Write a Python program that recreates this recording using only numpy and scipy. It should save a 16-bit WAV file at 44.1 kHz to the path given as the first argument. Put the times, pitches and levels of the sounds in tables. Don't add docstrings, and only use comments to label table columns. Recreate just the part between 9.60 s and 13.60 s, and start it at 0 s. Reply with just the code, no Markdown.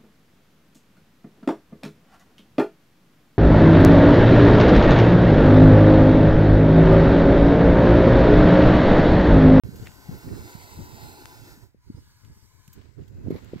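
import sys
import numpy as np
from scipy import signal
from scipy.fft import rfft, irfft, next_fast_len
from scipy.io import wavfile
from scipy.ndimage import uniform_filter1d, map_coordinates

SR = 44100
rng = np.random.default_rng(int(sys.argv[2]) if len(sys.argv) > 2 else 0)


def wav_out(sig):
    wavfile.write(sys.argv[1], SR, np.round(np.clip(np.atleast_2d(sig).T, -1, 1) * 32767).astype(np.int16))


N = 176400

START_S, TOP_HZ = .036, 15780

# freq_hz, density_db
FLOOR_COLOUR = [(40, 7), (200, -10), (650, -16), (2000, -7), (3300, -21), (15000, -26)]
FLOOR_DB = -75.5

# start_s, level_db
WHISTLES = [(2.335, -67.5), (2.781, -75)]
WHISTLE_S, WHISTLE_HZ, WHISTLE_RISE_HZ_PER_S = 0.09, 4750, 8000
# start_s, length_s, pitch_hz, level_db
AIRWAY_NOTES = [(3.484, 0.24, 2570, -75)]

# time_s, left_db, right_db
WIND_STRENGTH = [(.04, -39.5, -40), (.18, -37.5, -36), (.27, -41.5, -47), (.45, -46.5, -81),
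                 (.53, -33.5, -34), (.61, -53.5, -42.5), (.68, -34.5, -32), (.83, -41, -36.5),
                 (1.03, -73, -49), (1.2, -37.5, -39.5), (1.44, -54, -40.5), (1.54, -48.5, -50),
                 (1.96, -59.5, -46), (2.2, -66.5, -56), (2.38, -53, -44), (2.6, -56.5, -77),
                 (2.71, -47.5, -46), (2.8, -53, -71), (3.02, -54, -86), (3.17, -50.5, -42),
                 (3.355, -81, -49), (3.385, -42, -35), (3.49, -49.5, -49.5), (3.65, -39, -36.5),
                 (3.72, -40, -36), (3.8, -96, -38), (4, -59, -47)]
# freq_hz, density_db
RUMBLE_COLOUR = [(20, -12), (35, -6.5), (60, 1.5), (110, 4), (200, -16.5), (400, -25.5), (1000, -87)]
# freq_hz, density_db
BUFFET_COLOUR = [(50, -17.5), (130, 1.5), (230, 0.5), (390, -4), (520, -13), (800, -27.5), (1600, -31.5),
                 (4000, -56.5)]
LUMP_DB, LUMPS_PER_S = 4, 36
GUST_REF_DB = -38.5
RUMBLE_DB, RUMBLE_GROWTH = -1.5, 0.84
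BUFFET_DB, BUFFET_GROWTH = -5.5, 1.52
RUMBLE_OPPOSED, RUMBLE_SIDE_DB = 0.09, -1.5

# time_s, peak_db, pitch_hz, left_minus_right_db
THUMPS = [(0.09, -27, 189, -24), (0.159, -37.5, 103, 10), (0.494, -24, 151, 7), (0.754, -38, 283, -9),
          (0.954, -33, 148, -12), (1.194, -32, 154, 2), (1.977, -44, 204, 1), (2.147, -48, 400, 8),
          (2.303, -27, 236, 4), (2.349, -32.5, 100, -3), (2.70, -40.5, 125, -4), (3.083, -41.5, 147, 9),
          (3.419, -35.5, 150, -12), (3.673, -33.5, 533, -2), (3.684, -22, 266, -9),
          (3.7074, -16.5, 336, 0.5), (3.715, -27.5, 364, -8), (3.726, -20.5, 252, -4.5),
          (3.755, -23.5, 345, -2), (3.936, -23, 380, 4.5), (3.961, -25.5, 223, -4)]
THUMP_CYCLES, THUMP_SKEW = 0.37, 0.21
SHUDDER_DB, SHUDDER_S = -11.5, 0.011

# time_s, level_db, swell_and_fade_s, centre_hz, width_octaves
RUSTLES = [(.229, -54, .007, 3360, 2.4), (0.271, -44.5, 0.0092, 2220, 1.9),
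           (.586, -50.5, .005, 13300, 0.23), (.69, -52.5, 0.0051, 1710, 1.4),
           (0.752, -51.5, 0.0093, 1590, 1.1)]

# start_s, level_db, decay_s, tilt_db_per_octave, left_minus_right_db
TICKS = [(.157, -50, 0.01, 5, 2), (2.647, -55.5, 0.0033, -1, 0), (3.078, -47, 0.0022, 5, -14),
         (3.129, -47, 0.0073, 7.5, 0), (3.478, -58, 0.0059, 2.5, -24), (3.705, -55.5, 0.0057, 2, -9),
         (3.845, -53, 0.0022, 2, 5)]
# freq_hz, density_db
TICK_COLOUR = [(200, -14), (1300, -1), (2500, 1), (5000, -7), (7500, -4.5), (9500, -16.5), (13000, -6.5),
               (16000, -15.5)]
TICK_PIVOT_HZ, TICK_RISE = 3000, 0.55

# start_s, peak_db, left_minus_right_db
SNAPS = [(.271, -31, 4), (.3185, -36, 4), (1.657, -22.5, 14)]
# freq_hz, density_db
SNAP_COLOUR = [(300, -9), (1400, 5.5), (3000, -1), (6500, -4.5), (9500, -11), (13000, -14)]

# time_s, level_db
RUB_LEVEL = [(3.07, -115), (3.16, -56), (3.27, -59), (3.33, -70), (3.42, -60), (3.52, -70), (3.68, -60),
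             (3.76, -51.5), (3.83, -54.5), (3.9, -52), (4, -50)]
# freq_hz, density_db
RUB_COLOUR = [(200, 10), (800, -4.5), (1400, -5.5), (2400, -6), (4500, -10.5), (6500, -24), (9500, -41),
              (13000, -27)]
RUB_LEFT_DB = -3

# freq_hz, density_db
SCUFF_COLOUR = [(300, 15), (1000, 3.5), (1700, -6), (2150, 3.5), (2800, -17), (4200, -6), (8000, -33),
                (12500, -12), (16000, -29)]
SCUFF_START_S, SCUFF_RELEASE_S, SCUFF_FALL_S, SCUFF_DB = 3.704, 3.782, 0.015, -46

# time_s, level_db
BLOW_LEVEL = [(0, -57), (.25, -51), (.38, -53), (.78, -48.5), (1.3, -49), (1.5, -48.5), (1.75, -51),
              (1.93, -51.5), (2.03, -57.5), (2.12, -76.5), (2.22, -83), (3.25, -79), (3.4, -64),
              (3.6, -62.5), (3.8, -55.5), (4, -60)]
# time_s, level_db
DRAW_LEVEL = [(2.13, -90), (2.24, -71.5), (2.36, -62.5), (2.45, -63.5), (3.12, -62), (3.36, -65.5),
              (3.45, -100)]
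# freq_hz, density_db
BLOW_AIR = [(100, -64), (250, -4.5), (400, -6), (550, -10.5), (1200, -16.5), (1750, -16), (2900, -20),
            (4400, -19), (6000, -16.5), (8200, -21), (9700, -23), (12000, -21), (15500, -19)]
# freq_hz, density_db
DRAW_AIR = [(100, -13), (400, -13), (600, -12.5), (1250, -5.5), (1900, -11), (2500, -12.5), (4200, -6),
            (6500, -4.5), (9600, -15.5), (12500, -9), (15500, -15)]
# freq_hz, width_hz, lift_db
BLOW_PEAKS = [(368, 143, 5), (692, 110, 6.5), (862, 116, 10.5), (994, 80, 11.5), (1463, 234, 10.5),
              (1860, 210, 7.5), (2085, 235, 6.5), (2665, 150, 6), (3650, 110, 6), (4120, 470, 7),
              (4660, 210, 8.5), (5150, 420, 5.5), (7470, 1470, 4.5), (12440, 1950, 3.5)]
# freq_hz, width_hz, lift_db
DRAW_PEAKS = [(860, 72, 11), (987, 120, 14.5), (1467, 120, 9.8), (1660, 124, 11), (2130, 350, 10.6),
              (2950, 220, 4.2), (4590, 200, 7), (5170, 270, 3.5), (8200, 1000, 4.5)]
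# time_s, shift_percent
THROAT_DRIFT = [(0, 4.5), (.9, 0), (1.6, 0), (2.4, -1), (3, 3)]
# freq_hz, left_minus_right_db
BLOW_SIDE = [(250, -6), (450, 8.5), (850, -0.5), (2100, 3), (2600, -5.5), (4500, -1), (7500, 1),
             (9700, -11), (12900, -3), (15500, -9)]
# freq_hz, left_minus_right_db
DRAW_SIDE = [(450, -9), (1000, 0.5), (2150, 8), (3400, -8.5), (4400, -4), (7500, 0), (10000, -11.5),
             (15500, -2)]
# freq_hz, coherence (clipped to 0-1 in use)
PORT_COHERENCE = [(300, 0.67), (550, 0.74), (900, 1.07), (2000, 1), (2800, -0.1), (4400, 1), (7500, 0.52),
                  (9600, 0.2), (12500, 0.4)]
# time_s, lag_ms
PORT_LAG = [(0, 0.18), (.3, 0.15), (1.25, 0.27), (2.3, 0.11), (3, 0.099)]
# freq_hz, left_lead_radians
BODY_BEND = [(900, 0.14), (1500, 0.11), (2100, -0.72), (2900, -1.05), (3700, 0.18)]
# freq_hz, gain_db at full effort
EDGE_GAIN = [(2500, -14.5), (4200, -20.5), (6200, -78), (7700, -9.5), (9800, -22), (12500, -15),
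             (15000, -48)]
FULL_EFFORT_DB, EDGE_GROWTH = -49, 3.4
# time_s, share (0-1)
COVER_SHARE = [(3.11, 0), (3.2, 0.9), (3.215, 1)]
# freq_hz, gain_db
COVER_GAIN = [(300, -26), (1500, -35), (4000, -25), (8000, -52), (14000, -13)]


def amp(db):
    return 10 ** (np.asarray(db) / 20)


def unit(x):
    return x / np.sqrt(np.mean(x ** 2) + 1e-20)


def along(points, hz):
    f, v = np.transpose(points)
    return np.interp(np.log(hz + 1), np.log(f + 1), v)


def curves(rows):
    s, *cols = np.transpose(rows)
    return np.array([np.interp(np.arange(N) / SR, s, c) for c in cols])


def wobble(rate):
    knots = rng.standard_normal(N // 20)
    return map_coordinates(knots, [np.arange(N) * rate / SR], mode="mirror")


def panned(side_db):
    g = amp(np.array([[.5], [-.5]]) * side_db)
    return g / np.sqrt(np.mean(g ** 2, axis=0))


def filtered(x, response):
    m = next_fast_len(x.shape[-1] + 8192)
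    spectrum = rfft(x, m) * response(np.fft.rfftfreq(m, 1 / SR))
    return irfft(spectrum, m)[..., :x.shape[-1]]


def noise(colour):
    return unit(filtered(rng.standard_normal((2, N)), lambda hz: amp(along(colour, hz))))


def tone(s, length, start_hz, rise, waver_hz):
    t = np.clip(np.arange(N) / SR - s, 0, length)
    hz = start_hz + rise * t + waver_hz * wobble(370)
    return np.sin(np.pi * t / length) * np.sin(2 * np.pi * np.cumsum(hz) / SR)


def outdoors():
    return amp(FLOOR_DB) * noise(FLOOR_COLOUR)


def whistles():
    out = np.zeros(N)
    for s, db in WHISTLES:
        out += amp(db) * tone(s, WHISTLE_S, WHISTLE_HZ, WHISTLE_RISE_HZ_PER_S, waver_hz=110.6)
    for s, length, hz, db in AIRWAY_NOTES:
        out += amp(db) * tone(s, length, hz, 0, waver_hz=90)
    return out


def wind():
    gust = curves(WIND_STRENGTH) - GUST_REF_DB
    lumps = amp(LUMP_DB * np.array([wobble(LUMPS_PER_S), wobble(LUMPS_PER_S)]))
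    eddies = lumps * noise(RUMBLE_COLOUR)
    rumble = unit(eddies - RUMBLE_OPPOSED * eddies[::-1]) * panned(RUMBLE_SIDE_DB)
    rumble = rumble * amp(RUMBLE_DB + RUMBLE_GROWTH * gust)
    buffet = unit(lumps * noise(BUFFET_COLOUR)) * amp(BUFFET_DB + BUFFET_GROWTH * gust)
    return amp(GUST_REF_DB) * (rumble + buffet)


def thumps():
    out, t = np.zeros((2, N)), np.arange(N) / SR
    shudder = noise(BUFFET_COLOUR)
    for s, db, pitch_hz, side_db in THUMPS:
        turn, skew = rng.standard_normal(2)
        cycles = (t - s) * pitch_hz
        port_phase = THUMP_SKEW * skew * np.array([[.5], [-.5]])
        swing = np.cos(2 * np.pi * (cycles + turn + port_phase))
        swing = swing / np.cosh(np.clip(cycles / THUMP_CYCLES, -20, 20))
        tail = amp(SHUDDER_DB) * np.clip(cycles + 1, 0, 1) * np.exp(-np.abs(t - s) / SHUDDER_S)
        rough = unit(filtered(shudder, lambda f: (f / pitch_hz) / (1 + (f / pitch_hz) ** 2) ** 2))
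        out += amp(db) * panned(side_db) * (swing + tail * rough)
    return out


def rustles(grain_db=3.5, grain_rate=900):
    out, t = np.zeros((2, N)), np.arange(N) / SR
    for s, db, fade, centre, octaves in RUSTLES:
        band = lambda hz: 1 / (1 + (2 * np.log2((hz + 20) / centre) / octaves) ** 2) ** 2
        scrape = filtered(rng.standard_normal(N) + .5 * rng.standard_normal((2, N)), band)
        ragged = unit(scrape * amp(grain_db * wobble(grain_rate)))
        out += amp(db) * ragged * np.exp(-np.abs(t - s) / fade)
    return out


def ticks():
    out, t = np.zeros((2, N + SR)), np.arange(SR // 8) / SR
    for s, db, decay, tilt_db, side_db in TICKS:
        tilt = lambda hz: tilt_db * np.log2((hz + 20) / TICK_PIVOT_HZ)
        colour = lambda hz: amp(along(TICK_COLOUR, hz) + tilt(hz))
        grit = rng.standard_normal(len(t)) + rng.standard_normal((2, len(t)))
        burst = unit(filtered(grit, colour))
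        envelope = 2 * (1 - np.exp(-t / (TICK_RISE * decay))) * np.exp(-t / decay)
        out[:, round(s * SR):][:, :len(t)] += amp(db) * panned(side_db) * burst * envelope
    return out[:, :N]


def snaps():
    out = np.zeros((2, N))
    hz = np.fft.rfftfreq(1024, 1 / SR)
    cepstrum = irfft(np.log(amp(along(SNAP_COLOUR, hz))))
    pulse = irfft(np.exp(rfft(2 * cepstrum[:len(hz) - 1], len(cepstrum))))
    pulse = pulse / np.abs(pulse).max()
    for s, db, side_db in SNAPS:
        out[:, round(s * SR):][:, :len(pulse)] += amp(db) * panned(side_db) * pulse
    return out


def rub(grain_db=2.5, grain_rate=300):
    friction = unit(noise(RUB_COLOUR) * amp(grain_db * wobble(grain_rate)))
    return friction * amp(curves(RUB_LEVEL)) * np.array([[amp(RUB_LEFT_DB)], [1]])


def scuff(grain_db=4, grain_rate=300):
    t = np.arange(N) / SR
    press = (t > SCUFF_START_S) * np.exp(-np.maximum(t - SCUFF_RELEASE_S, 0) / SCUFF_FALL_S)
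    crunch = unit(noise(SCUFF_COLOUR) * amp(grain_db * wobble(grain_rate)))
    return amp(SCUFF_DB) * press * crunch


def air_at_ports():
    share = lambda hz: np.clip(along(PORT_COHERENCE, hz), 0, 1)
    jet = filtered(rng.standard_normal(N), lambda hz: np.sqrt(share(hz)))
    lag = curves(PORT_LAG)[0] * SR / 1000
    direct = np.array([map_coordinates(jet, [np.arange(N) + half * lag], order=5) for half in (-.5, .5)])
    direct = filtered(direct, lambda hz: np.exp(1j * np.array([[.5], [-.5]]) * along(BODY_BEND, hz)))
    scattered = filtered(rng.standard_normal((2, N)), lambda hz: np.sqrt(1 - share(hz)))
    return direct + scattered


def hiss(level, air, peaks, side, flutter_db, moving_below_hz, patchy_db):
    hz, t, z = signal.stft(air_at_ports(), SR, nperseg=2048)
    stretch = 1 + np.interp(t, *np.transpose(THROAT_DRIFT)) / 100
    lift = np.zeros((len(hz), len(t)))
    for f, width, db in peaks:
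        centre = f * (stretch if f < moving_below_hz else np.ones_like(t))
        lift += db * 2 ** -(2 * (hz[:, None] - centre) / width) ** 2
    swells = uniform_filter1d(rng.standard_normal(lift.shape), size=14, axis=0)
    swells = unit(uniform_filter1d(swells, size=9, axis=1))
    airway = amp(along(air, hz)[:, None] + lift + patchy_db * swells)
    airway = airway * panned(along(side, hz))[..., None]
    voiced = unit(signal.istft(z * airway)[1][:, :N])
    return voiced * amp(curves(level) + flutter_db * wobble(22.46))


def snake():
    blow = hiss(BLOW_LEVEL, BLOW_AIR, BLOW_PEAKS, BLOW_SIDE,
                flutter_db=1.0, moving_below_hz=3900, patchy_db=1.75)
    effort = np.minimum(curves(BLOW_LEVEL) - FULL_EFFORT_DB, 1)
    edge = filtered(blow, lambda hz: amp(along(EDGE_GAIN, hz))) * amp(EDGE_GROWTH * effort)
    draw = hiss(DRAW_LEVEL, DRAW_AIR, DRAW_PEAKS, DRAW_SIDE,
                flutter_db=0.84, moving_below_hz=7000, patchy_db=2.26)
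    left, right = blow + edge + draw
    cover = np.clip(curves(COVER_SHARE)[0], 0, 1)
    muffled = filtered(right, lambda hz: amp(along(COVER_GAIN, hz)))
    return np.array([left, (1 - cover) * right + cover * muffled])


def scene():
    background = outdoors() + whistles() + wind() + thumps()
    scrub = rustles() + ticks() + snaps()
    handling = rub() + scuff()
    return background + scrub + handling + snake()


def record(dry):
    opened = dry * (np.arange(N) / SR > START_S)
    return filtered(opened, lambda hz: hz < TOP_HZ)


dry = scene()
out = record(dry)
wav_out(out)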